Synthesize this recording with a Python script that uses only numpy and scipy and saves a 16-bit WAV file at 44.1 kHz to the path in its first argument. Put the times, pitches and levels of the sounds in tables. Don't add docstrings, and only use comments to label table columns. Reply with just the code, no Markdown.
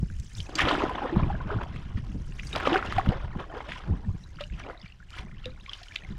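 import sys
import numpy as np
from scipy import signal
from scipy.fft import rfft, irfft
from scipy.io import wavfile
from scipy.ndimage import uniform_filter1d

SR = 44100
rng = np.random.default_rng(int(sys.argv[2]) if len(sys.argv) > 2 else 0)


def transcribe(u):
    v = np.clip(np.atleast_2d(u).T, -1, 1)
    q = np.round(v * 32767).astype(np.int16)
    wavfile.write(sys.argv[1], SR, q)


N = 272538

# peak_s, level_db [dB, before trim], throb_hz [Hz at the peak], length_s [s from peak to 1/e]
WIND_EDDIES = [(0.03, -21, 75, 0.0083), (0.2, -25, 65.3, 0.012), (0.153, -28, 79.4, 0.039),
               (0.402, -28.5, 95, 0.04), (0.639, -21, 70, 0.01), (1.171, -17, 181, 0.0083),
               (1.202, -18.5, 70, 0.0095), (1.228, -21, 196, 0.01), (1.246, -18, 120, 0.0066),
               (1.285, -32, 150, 0.013), (1.342, -24, 164, 0.0073), (1.559, -21.5, 106, 0.011),
               (1.959, -20, 63.7, 0.0093), (1.98, -27.5, 225, 0.0062), (2.975, -22.5, 96, 0.019),
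               (3.076, -17.5, 220, 0.005), (3.091, -9.5, 106, 0.004), (3.249, -22.5, 80, 0.0074),
               (3.364, -23, 214, 0.0054), (3.919, -19, 83, 0.02), (3.923, -32, 181, 0.042),
               (4.079, -26.5, 195, 0.018), (4.099, -18.5, 90, 0.014), (4.15, -27.5, 178, 0.009),
               (4.525, -27.5, 60.4, 0.025), (4.844, -35, 179, 0.0094), (5.2, -30, 60, 0.0066),
               (5.255, -35, 195, 0.0084)]


def gain_of(db):
    return 10 ** (np.asarray(db) / 20)


def evened(x):
    return x / np.sqrt(np.mean(x ** 2) + 1e-20)


def read(points, hz):
    f, value = np.transpose(points)
    return np.interp(np.log(hz + 1), np.log(f + 1), value)


def add(mix, s, sound):
    part = mix[max(round(s * SR), 0):][:len(sound)]
    part += sound[:len(part)]


def noise(points):
    spectrum = rfft(rng.standard_normal(N))
    shape = gain_of(read(points, np.fft.rfftfreq(N, 1 / SR)))
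    return irfft(spectrum * shape, N) * np.sqrt(SR / 2)


def surge(t, s, db, decay):
    rise_share = 0.82
    shape = 0.94
    away = np.maximum((s - t) / rise_share, t - s) / decay
    return (gain_of(db) * np.exp(-np.abs(away) ** shape)) ** 2


def breeze():
    # pitch_hz [Hz], level_db [dB per Hz]
    air_colour = [(100, -99.5), (700, -105), (1500, -105), (4000, -109), (8000, -123), (15000, -135)]
    return noise(air_colour)


def gusts(t):
    # time_s [s], level_db [dB]
    wind_strength = [(0, -32), (.32, -52), (.8, -37.5), (1.1, -43.5), (1.26, -28.5), (1.44, -34),
                     (1.78, -38), (2.15, -34), (2.65, -39.5), (3.25, -34.5), (3.47, -43.5), (3.8, -44.5),
                     (4.15, -44), (4.58, -42), (4.85, -52.5), (5.32, -42), (5.48, -40), (5.66, -48),
                     (6.0, -49.5), (6.1, -37.5)]
    wake_db, wake_stretch = -8, 2.08
    wakes = sum(surge(t, s, db + wake_db, wake_stretch * length) for s, db, _, length in WIND_EDDIES)
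    slow_db = np.interp(t, *np.transpose(wind_strength))
    return 10 * np.log10(gain_of(slow_db) ** 2 + wakes)


def wind(level_db=0.0, buffet_db=-3.5, flutter_db=5.5, gust_brightening=0.37, typical_db=-39.5):
    # pitch_hz [Hz], level_db [dB per Hz]
    rumble_colour = [(8, -3.5), (28, 3), (60, 1), (110, -5), (180, -9.5), (250, -20.5), (350, -26.5),
                     (600, -42), (1500, -54), (5000, -100)]
    t = np.arange(N) / SR
    rumble = noise(rumble_colour)
    gust_db = np.interp(t, t[::64], gusts(t[::64]))
    rumble = rumble / np.sqrt(uniform_filter1d(rumble ** 2, size=3000) + 1e-12)
    deep = signal.sosfiltfilt(signal.butter(2, 130, fs=SR, output="sos"), rumble)
    flutter = uniform_filter1d(rng.standard_normal(N), size=1100)
    flutter = evened(uniform_filter1d(flutter, size=500))
    small_db = flutter_db * np.clip(flutter, -2, 2) + gust_brightening * (gust_db - typical_db)
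    small = (rumble - deep) * gain_of(small_db - 0.5)
    out = (deep + small) * gain_of(level_db + gust_db)
    for s, db, hz, length in WIND_EDDIES:
        u = np.arange(-3 * length, 3 * length, 1 / SR)
        cycles = hz * u * (1 - 0.076 * u / length)
        throb = np.sin(2 * np.pi * (cycles + rng.random()))
        add(out, s + u[0], gain_of(db + buffet_db) * throb * np.exp(-(u / length) ** 2))
    return out


def stir(t):
    # enter_s [s], level_db [dB, before mix], settle_s [s]
    strokes = [(0.574, -33, 0.79), (2.576, -37, 0.68)]
    # peak_s [s], level_db [dB, before mix], decay_s [s]
    swirls = [(.645, -33.5, 0.072), (.815, -28.5, 0.025), (1.05, -35.5, 0.13), (1.195, -31.5, 0.023),
              (1.305, -43, 0.026), (1.52, -37.5, 0.055), (1.62, -33.5, 0.014), (2.05, -75, 0.24),
              (2.565, -28.5, 0.01), (2.72, -32.5, 0.068), (3.11, -36, 0.084), (3.4, -34.5, 0.017),
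              (3.57, -43.5, 0.076), (3.69, -50, 0.02), (3.93, -50, 0.13), (4.68, -43.5, 0.049),
              (5.205, -51.5, 0.049), (5.5, -62, 0.1), (6.02, -62, 0.16)]
    # peak_s [s], level_db [dB, before mix], decay_s [s]
    splashes = [(.591, -23.5, 0.0071), (.615, -28.5, 0.02), (.69, -38.5, 0.082), (.8, -45, 0.028),
                (1.77, -54.5, 0.095), (1.98, -48.5, 0.0097), (2.39, -53, 0.016), (2.575, -42, 0.037),
                (2.67, -35.5, 0.021), (2.745, -41.5, 0.039), (2.93, -46, 0.13), (3.415, -54, 0.022),
                (3.57, -56.5, 0.048), (3.725, -44.5, 0.058), (4.41, -45, 0.017), (4.6, -51, 0.047),
                (4.86, -57.5, 0.035), (5.14, -52, 0.02), (5.185, -48, 0.027), (5.45, -58, 0.066),
                (5.74, -50, 0.061), (5.94, -55, 0.035), (6.1, -62, 0.11)]
    # peak_s [s], level_db [dB, before mix], decay_s [s]
    sprinkles = [(.17, -59, 0.28), (.38, -49, 0.069), (2.3, -64.5, 0.35), (2.47, -50.5, 0.08),
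                 (2.862, -48, 0.0032), (4.24, -64.5, 0.14), (4.48, -64, 0.052), (5.16, -61, 0.056),
                 (5.86, -60, 0.14)]
    calm_db = (-86, -76.5, -69.5)
    stroke_mix_db = (9, -0.5, -22)
    settle_db = (26.5, 28.5, 34)
    settle_curve = (0.52, 0.4, 1)
    swirl_mix_db, splash_mix_db, sprinkle_mix_db = (4.5, -13.5, -48), (-9.5, 0.5, -10), (-49, -8, 8.5)
    pull_s = 0.14
    power = np.multiply.outer(gain_of(calm_db) ** 2, np.ones_like(t))
    for s, db, settle in strokes:
        pull = np.clip((t - s) / pull_s, 0, 1)
        age = np.maximum(t - s - pull_s, 0) / settle
        kinds = zip(stroke_mix_db, settle_db, settle_curve)
        power += np.array([pull * gain_of(db + mix - fall * age ** curve) for mix, fall, curve in kinds]) ** 2
    for rows, mix in ((swirls, swirl_mix_db), (splashes, splash_mix_db), (sprinkles, sprinkle_mix_db)):
        power += np.multiply.outer(gain_of(mix) ** 2, sum(surge(t, *row) for row in rows))
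    return 10 * np.log10(power)


def water_db(s, hz):
    # pitch_hz [Hz], level_db [dB per Hz relative to the stirring level]
    water_colour = [(120, -56.5), (220, -23), (300, -28), (550, -31.5), (1000, -28.5), (1700, -27),
                    (2400, -31.5), (3200, -31.5), (4200, -40), (4800, -38), (6400, -41.5), (8000, -49),
                    (10300, -51.5), (12000, -65), (15500, -63)]
    churn, splash, spray = stir(s)
    deep = read([(800, 0.92), (2000, 0.036)], hz)
    fine = read([(3500, 0.095), (6200, 0.85)], hz)
    stirring = deep * churn + (1 - deep - fine) * splash + fine * spray
    return read(water_colour, hz) + stirring


def bubble(hz, ring, rise, swell):
    t = np.arange(int(6 * ring * SR) + 2) / SR
    tone = np.sin(2 * np.pi * hz * t * (1 + rise * t / ring / 2))
    return tone * np.exp(-t / ring) * (1 - np.exp(-t / (swell * ring)))


def splat(hz, octaves, decay, onset):
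    age = np.arange(SR // 10) / SR - decay
    burst = rng.standard_normal(len(age)) * np.exp(np.minimum(age / onset, -age) / decay)
    away = 2 * np.log2((np.fft.rfftfreq(len(age), 1 / SR) + 1) / hz) / octaves
    band = evened(1 / np.sqrt(1 + away ** 6))
    sound = irfft(rfft(burst) * band, len(age))[:SR // 12]
    return sound / np.linalg.norm(sound) * np.sqrt(decay * SR / 2)


def knock(tick_hz=3500, tick_octaves=1.37, tick_decay=0.0053, build=0.00073):
    # pitch_hz [Hz], level_db [dB relative to ring_db], t60_s [s to fall 60 dB]
    modes = [(316, -7.5, 0.1), (1330, -15, 0.046), (3420, -10, 0.044), (4650, -2.5, 0.025),
             (4900, -6, 0.029), (6340, -2.5, 0.022), (6700, -14, .03), (7600, -10, 0.027)]
    knock_s, ring_db, tick_db = 0.554, -24, -30
    t, out = np.arange(SR // 8) / SR, np.zeros(N)
    for hz, db, t60 in modes:
        envelope = gain_of(ring_db + db - 60 * t / t60) * (1 - np.exp(-t / build))
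        add(out, knock_s, envelope * np.sin(2 * np.pi * (hz * t + rng.random())))
    tick = splat(tick_hz, tick_octaves, tick_decay, onset=0.043)
    add(out, knock_s - tick_decay, gain_of(tick_db) * tick)
    return out


def trickle(count=26, spread_db=3.5, octaves=0.854, ring_at_1k=0.0039, rise=0.036, swell=0.29):
    # [Hz, middle]
    runs = [(0.854, 1.648, -29.5, 1008), (3.098, 3.851, -39, 1160), (4.354, 4.929, -41.5, 2670),
            (5.099, 5.449, -46.5, 1600), (5.403, 6.147, -43.5, 2190)]
    out = np.zeros(N)
    for start, end, db, middle_hz in runs:
        for k, (late, pitch, size, glide) in enumerate(rng.uniform(-1, 1, (count, 4))):
            hz = middle_hz * 2 ** (octaves * pitch)
            ring = ring_at_1k * (hz / 1000) ** -.6 * (1 + glide / 2)
            when = start + (end - start) * (k + 1.6 * late) / count
            add(out, when, gain_of(db + spread_db * size) * bubble(hz, ring, rise * (1 + glide), swell))
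    return out


def glugs(octaves_per_s=10.3, early=0.85, rough=0.12):
    # start_s [s], pitch_hz [Hz at the start], level_db [dB], length_s [s]
    pockets = [(0.943, 695, -34, 0.019), (2.98, 720, -14, 0.016), (3.113, 442, -28, 0.03),
               (3.489, 574, -45, 0.051), (3.561, 430, -30.5, 0.023), (3.654, 495, -46.5, .065),
               (3.751, 922, -40, 0.026), (5.185, 802, -51, 0.027), (5.673, 994, -44, 0.036)]
    out = np.zeros(N)
    for s, hz, db, length in pockets:
        t = np.arange(0, length, 1 / SR)
        envelope = np.sin(np.pi * (t / length) ** early) ** 2
        shake = 1 + rough * evened(uniform_filter1d(rng.standard_normal(SR // 8), size=150))[:len(t)]
        tone = np.sin(2 * np.pi * np.cumsum(hz * 2 ** (octaves_per_s * t)) / SR)
        add(out, s, gain_of(db) * envelope * shake * tone)
    return out


def patter(level_db=-9.5, per_s=110.0, spread_db=4.0, decay=0.0012, low_hz=2000, high_hz=8000,
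           octaves=0.97, count=12):
    ticks = np.zeros(N)
    for tick_hz in np.geomspace(low_hz, high_hz, count):
        lands = rng.random(N) < per_s / count / SR
        landings = lands * gain_of(spread_db * np.minimum(rng.exponential(1, N), 2.5))
        tick = np.sqrt(tick_hz) * splat(tick_hz, octaves, decay, onset=0.4)
        ticks += signal.oaconvolve(landings, tick)[:N]
    hz, s, z = signal.stft(evened(ticks), SR, nperseg=256, noverlap=192)
    z = z * gain_of(level_db + water_db(s[None], hz[:, None]))
    return signal.istft(z, SR, nperseg=256, noverlap=192)[1][:N] * np.sqrt(high_hz)


def swish(level_db=-6.0, patchy_db=5.0, flicker_db=3.5, tearing=0.082, torn_db=-40.5):
    hz, s, z = signal.stft(rng.standard_normal(N), SR, nperseg=256, noverlap=192)
    patches = uniform_filter1d(rng.standard_normal(z.shape), size=6, axis=0)
    patches = evened(uniform_filter1d(patches, size=6, axis=1))
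    spurts = evened(uniform_filter1d(rng.standard_normal(len(s)), size=5))
    tear_db = tearing * (stir(s)[1] - torn_db)
    hiss_db = level_db + tear_db + water_db(s[None], hz[:, None])
    z = z * gain_of(hiss_db + patchy_db * patches + flicker_db * spurts)
    return signal.istft(z, SR, nperseg=256, noverlap=192)[1][:N] * np.sqrt(SR / 2)


def bubble_cloud(count=60000, level_db=-1.0, calm_spread_db=8.5, crowded_spread_db=3.5, ring_at_1k=0.00454,
                 rise=0.033, swell=0.23, sparse=.04, full_db=-40.0, thinning_db=20.0, tiny_db=-3.0):
    when, pitch, luck, glide, damping = rng.random((count, 5)).T
    s = when * N / SR
    octaves = np.log2(8500 / 230)
    hz = 230 * 2 ** (octaves * pitch)
    splash_db = stir(s)[1]
    crowd = np.clip(gain_of((splash_db - full_db) * 10 / thinning_db), sparse, 1)
    chance = np.clip(crowd * (hz / 3000) ** 0.23, .01, 1)
    ring = ring_at_1k * (hz / 1000) ** -.6 * (.5 + damping)
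    spread_db = calm_spread_db + (crowded_spread_db - calm_spread_db) * crowd
    size = gain_of(spread_db * (np.minimum(rng.exponential(1, count), 2.7) - 1.5))
    energy = hz * octaves * np.log(2) * N / SR / (count * chance)
    faint_db = read([(3000, 0), (6000, tiny_db)], hz)
    peak = gain_of(level_db + faint_db + water_db(s, hz)) * size * 2 * np.sqrt(energy / ring)
    out = np.zeros(N)
    for k in np.flatnonzero(luck < chance):
        add(out, s[k] - ring[k], peak[k] * bubble(hz[k], ring[k], rise * 2 * glide[k], swell))
    return out


def plops(level_db=2.0, rise=0.012, impact_db=-19.0, impact_octaves=0.5, impact_decay=0.0026):
    # start_s [s], pitch_hz [Hz at the start], level_db [dB, before trim], ring_s [s to 1/e]
    single_bubbles = [(.1, 1550, -36.5, 0.0021), (.382, 3580, -34, 0.0027), (.403, 3100, -18.5, 0.0012),
                      (0.465, 2520, -39.5, 0.0032), (.592, 1210, -16, 0.0046), (.602, 1785, -8.5, 0.0022),
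                      (.615, 3140, -22, 0.0024), (0.653, 1180, -19, 0.0036), (.671, 477, -16, .0035),
                      (.711, 1020, -4, 0.0011), (.725, 285, -23, .031), (.805, 960, -21, 0.0057),
                      (.82, 1130, -12.5, 0.0016), (0.851, 1430, -25, 0.0023), (.894, 1000, -22.5, 0.0051),
                      (.98, 1040, -23.5, 0.006), (1.019, 815, -24.5, 0.011), (1.05, 510, -24, 0.0074),
                      (1.126, 331, -23, 0.017), (1.162, 907, -22, 0.0024), (1.233, 2360, -32, 0.0024),
                      (1.301, 798, -25, 0.0094), (1.502, 960, -24, 0.0023), (1.516, 412, -29, .016),
                      (1.525, 1320, -30, .0025), (1.541, 1220, -27, 0.0026), (1.6, 866, -30, 0.0032),
                      (1.637, 910, -36, 0.0052), (1.972, 1880, -36.5, 0.0028), (2.322, 2710, -39, 0.0022),
                      (2.393, 1970, -29, 0.0025), (2.433, 1730, -21.5, 0.00038), (2.47, 4680, -30, 0.0016),
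                      (2.529, 3710, -28.5, 0.0053), (2.552, 1300, -23, 0.0032), (2.654, 1280, -17, 0.0036),
                      (2.672, 510, -5.5, 0.0019), (2.673, 1146, -14.5, 0.0046), (2.678, 269, -25.5, 0.025),
                      (2.721, 335, -22, 0.021), (2.741, 746, -18.5, 0.013), (2.756, 390, -18.5, 0.011),
                      (2.79, 1305, -21, 0.0038), (2.826, 1380, -15.5, 0.0015), (2.872, 2800, -29, .0025),
                      (2.924, 1210, -19.5, 0.0024), (2.996, 1100, -16.5, 0.003), (3.119, 734, -23, 0.0042),
                      (3.403, 1070, -28, 0.003), (3.44, 1120, -34, 0.0034), (3.523, 1020, -38.5, .004),
                      (3.525, 1770, -38, 0.0041), (3.605, 920, -19.5, 0.0013), (3.719, 1890, -21, 0.00094),
                      (4.238, 3890, -42.5, 0.0029), (4.387, 1350, -33, 0.0024), (4.407, 577, -32, 0.015),
                      (4.411, 1220, -35.5, 0.0042), (4.408, 3550, -34.5, 0.0022),
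                      (4.438, 2830, -25, 0.0016), (4.596, 5740, -39.5, 0.0016), (4.637, 2300, -35, 0.0028),
                      (4.662, 554, -38, 0.0075), (4.698, 1400, -29, 0.002), (4.703, 486, -32.5, 0.0056),
                      (4.814, 3500, -42.5, .003), (4.861, 2300, -36, 0.0024), (4.922, 2740, -38.5, 0.0022),
                      (5.002, 1440, -43, 0.0041), (5.027, 1660, -44, 0.0039), (5.132, 3040, -39, .0025),
                      (5.139, 1355, -36.5, 0.0046), (5.193, 950, -36, 0.0026), (5.314, 1980, -35, 0.0012),
                      (5.382, 2970, -42, .002), (5.443, 2760, -36, .0043), (5.456, 3700, -27.5, 0.0019),
                      (5.459, 500, -33, 0.02), (5.662, 2220, -27.5, 0.0013), (5.694, 3230, -24, 0.0022),
                      (5.733, 2960, -22, 0.002), (5.815, 700, -44, 0.0078), (5.884, 2950, -31.5, 0.0014),
                      (5.911, 1740, -37, 0.0033), (5.921, 2270, -34, 0.0023), (5.96, 2750, -32, 0.0018),
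                      (5.988, 2900, -36, 0.0023), (6.021, 1870, -40, 0.0039), (6.036, 2400, -34, 0.0015),
                      (6.048, 2080, -33, 0.0024)]
    pinch_s = .0008
    out = np.zeros(N)
    for s, hz, db, ring in single_bubbles:
        add(out, s, gain_of(db + level_db) * bubble(hz, ring, rise, swell=pinch_s / ring))
        impact = splat(hz * np.sqrt(2), impact_octaves, impact_decay, onset=0.59)
        add(out, s - impact_decay / 2, gain_of(db + impact_db) * impact)
    return out


def slaps(level_db=-4.5, onset=0.12):
    # peak_s [s], level_db [dB, before trim], centre_hz [Hz], decay_s [s], breadth [octaves]
    surface_hits = [(.199, -40, 5130, 0.003, 1.3), (.352, -30, 4600, 0.00084, 0.44),
                    (.385, -44, 5700, 0.0045, 0.52), (0.593, -15.5, 2300, 0.004, 0.74),
                    (0.607, -17, 2600, 0.0032, 1.1), (.687, -15, 3280, 0.0016, 0.56),
                    (.696, -22, 1500, 0.00099, 1.1), (0.713, -21, 3300, 0.0025, 0.35),
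                    (.729, -23, 2900, 0.0014, 0.93), (0.752, -14, 1200, 0.0022, 0.87),
                    (0.896, -29, 1400, .002, 1.6), (1.053, -27, 1150, 0.0021, 0.86),
                    (1.162, -22, 980, 0.0019, 0.97), (1.482, -30, 1200, 0.0014, 0.67),
                    (1.505, -22, 1320, 0.0045, 0.49), (1.634, -32.5, 1400, 0.0029, 1.86),
                    (1.761, -32, 1800, .003, 1.25), (2.397, -23.5, 2340, 0.0019, 0.7),
                    (2.529, -26, 2620, 0.0028, 0.47), (2.553, -28, 2200, 0.0038, .9),
                    (2.56, -18.5, 3250, 0.0022, 1.1), (2.601, -23, 1510, 0.0069, 1.15),
                    (2.674, -21, 2500, .0025, 1.12), (2.731, -16.5, 2920, .0015, 0.54),
                    (2.742, -20.5, 2100, 0.0039, 0.89), (2.759, -6, 1330, 0.00128, 0.6),
                    (2.766, -17, 2000, .0015, 0.8), (2.861, -30, 2400, .0025, 1.1),
                    (2.924, -23, 2480, 0.0012, 1.16), (2.936, -36, 2800, .0014, 1.5),
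                    (2.979, -21, 1900, 0.001, .7), (2.983, -19.5, 1880, 0.0027, 1.1),
                    (3.013, -25, 1600, 0.00193, 0.71), (3.061, -24, 1200, .003, 1.25),
                    (3.09, -28.5, 2660, .002, 1), (3.353, -31, 900, .003, 0.82),
                    (3.403, -40, 2000, .003, 1.55), (3.607, -30, 1670, .0025, .82),
                    (3.692, -34, 2300, 0.0036, 0.64), (3.72, -24, 1900, 0.002, 0.96),
                    (4.41, -31, 2750, 0.0035, 1.1), (5.105, -36, 3000, 0.0011, 1.65),
                    (5.186, -33, 2330, 0.006, 1.2), (5.457, -26, 2770, 0.0011, 1.14),
                    (5.733, -31.5, 3970, 0.0033, 0.89), (5.832, -35.5, 3800, 0.0038, 1),
                    (5.958, -18, 3030, 0.00052, 0.66), (5.961, -11, 2600, 0.00067, 0.88)]
    out = np.zeros(N)
    for s, db, hz, decay, octaves in surface_hits:
        add(out, s - decay, gain_of(db + level_db) * splat(hz, octaves, decay, onset))
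    return out


def hull(x, echo_db=-14.0, t60=0.11):
    t = np.arange(SR // 4) / SR
    sparse = (rng.random(len(t)) < .06) * (t > .002)
    taps = rng.standard_normal(len(t)) * sparse * gain_of(-60 * t / t60)
    return x + gain_of(echo_db) * signal.oaconvolve(x, taps / np.linalg.norm(taps))[:N]


def scene():
    background = breeze() + wind()
    small_water = knock() + trickle() + glugs() + patter()
    strokes_water = swish() + bubble_cloud() + plops() + slaps()
    return (background + hull(small_water + strokes_water))[None]


def record(dry):
    edge_hz = 15700
    low_pass = signal.firwin(511, edge_hz, window=("kaiser", 9), fs=SR)
    return signal.oaconvolve(dry, low_pass[None], "same")


dry = scene()
out = record(dry)
transcribe(out)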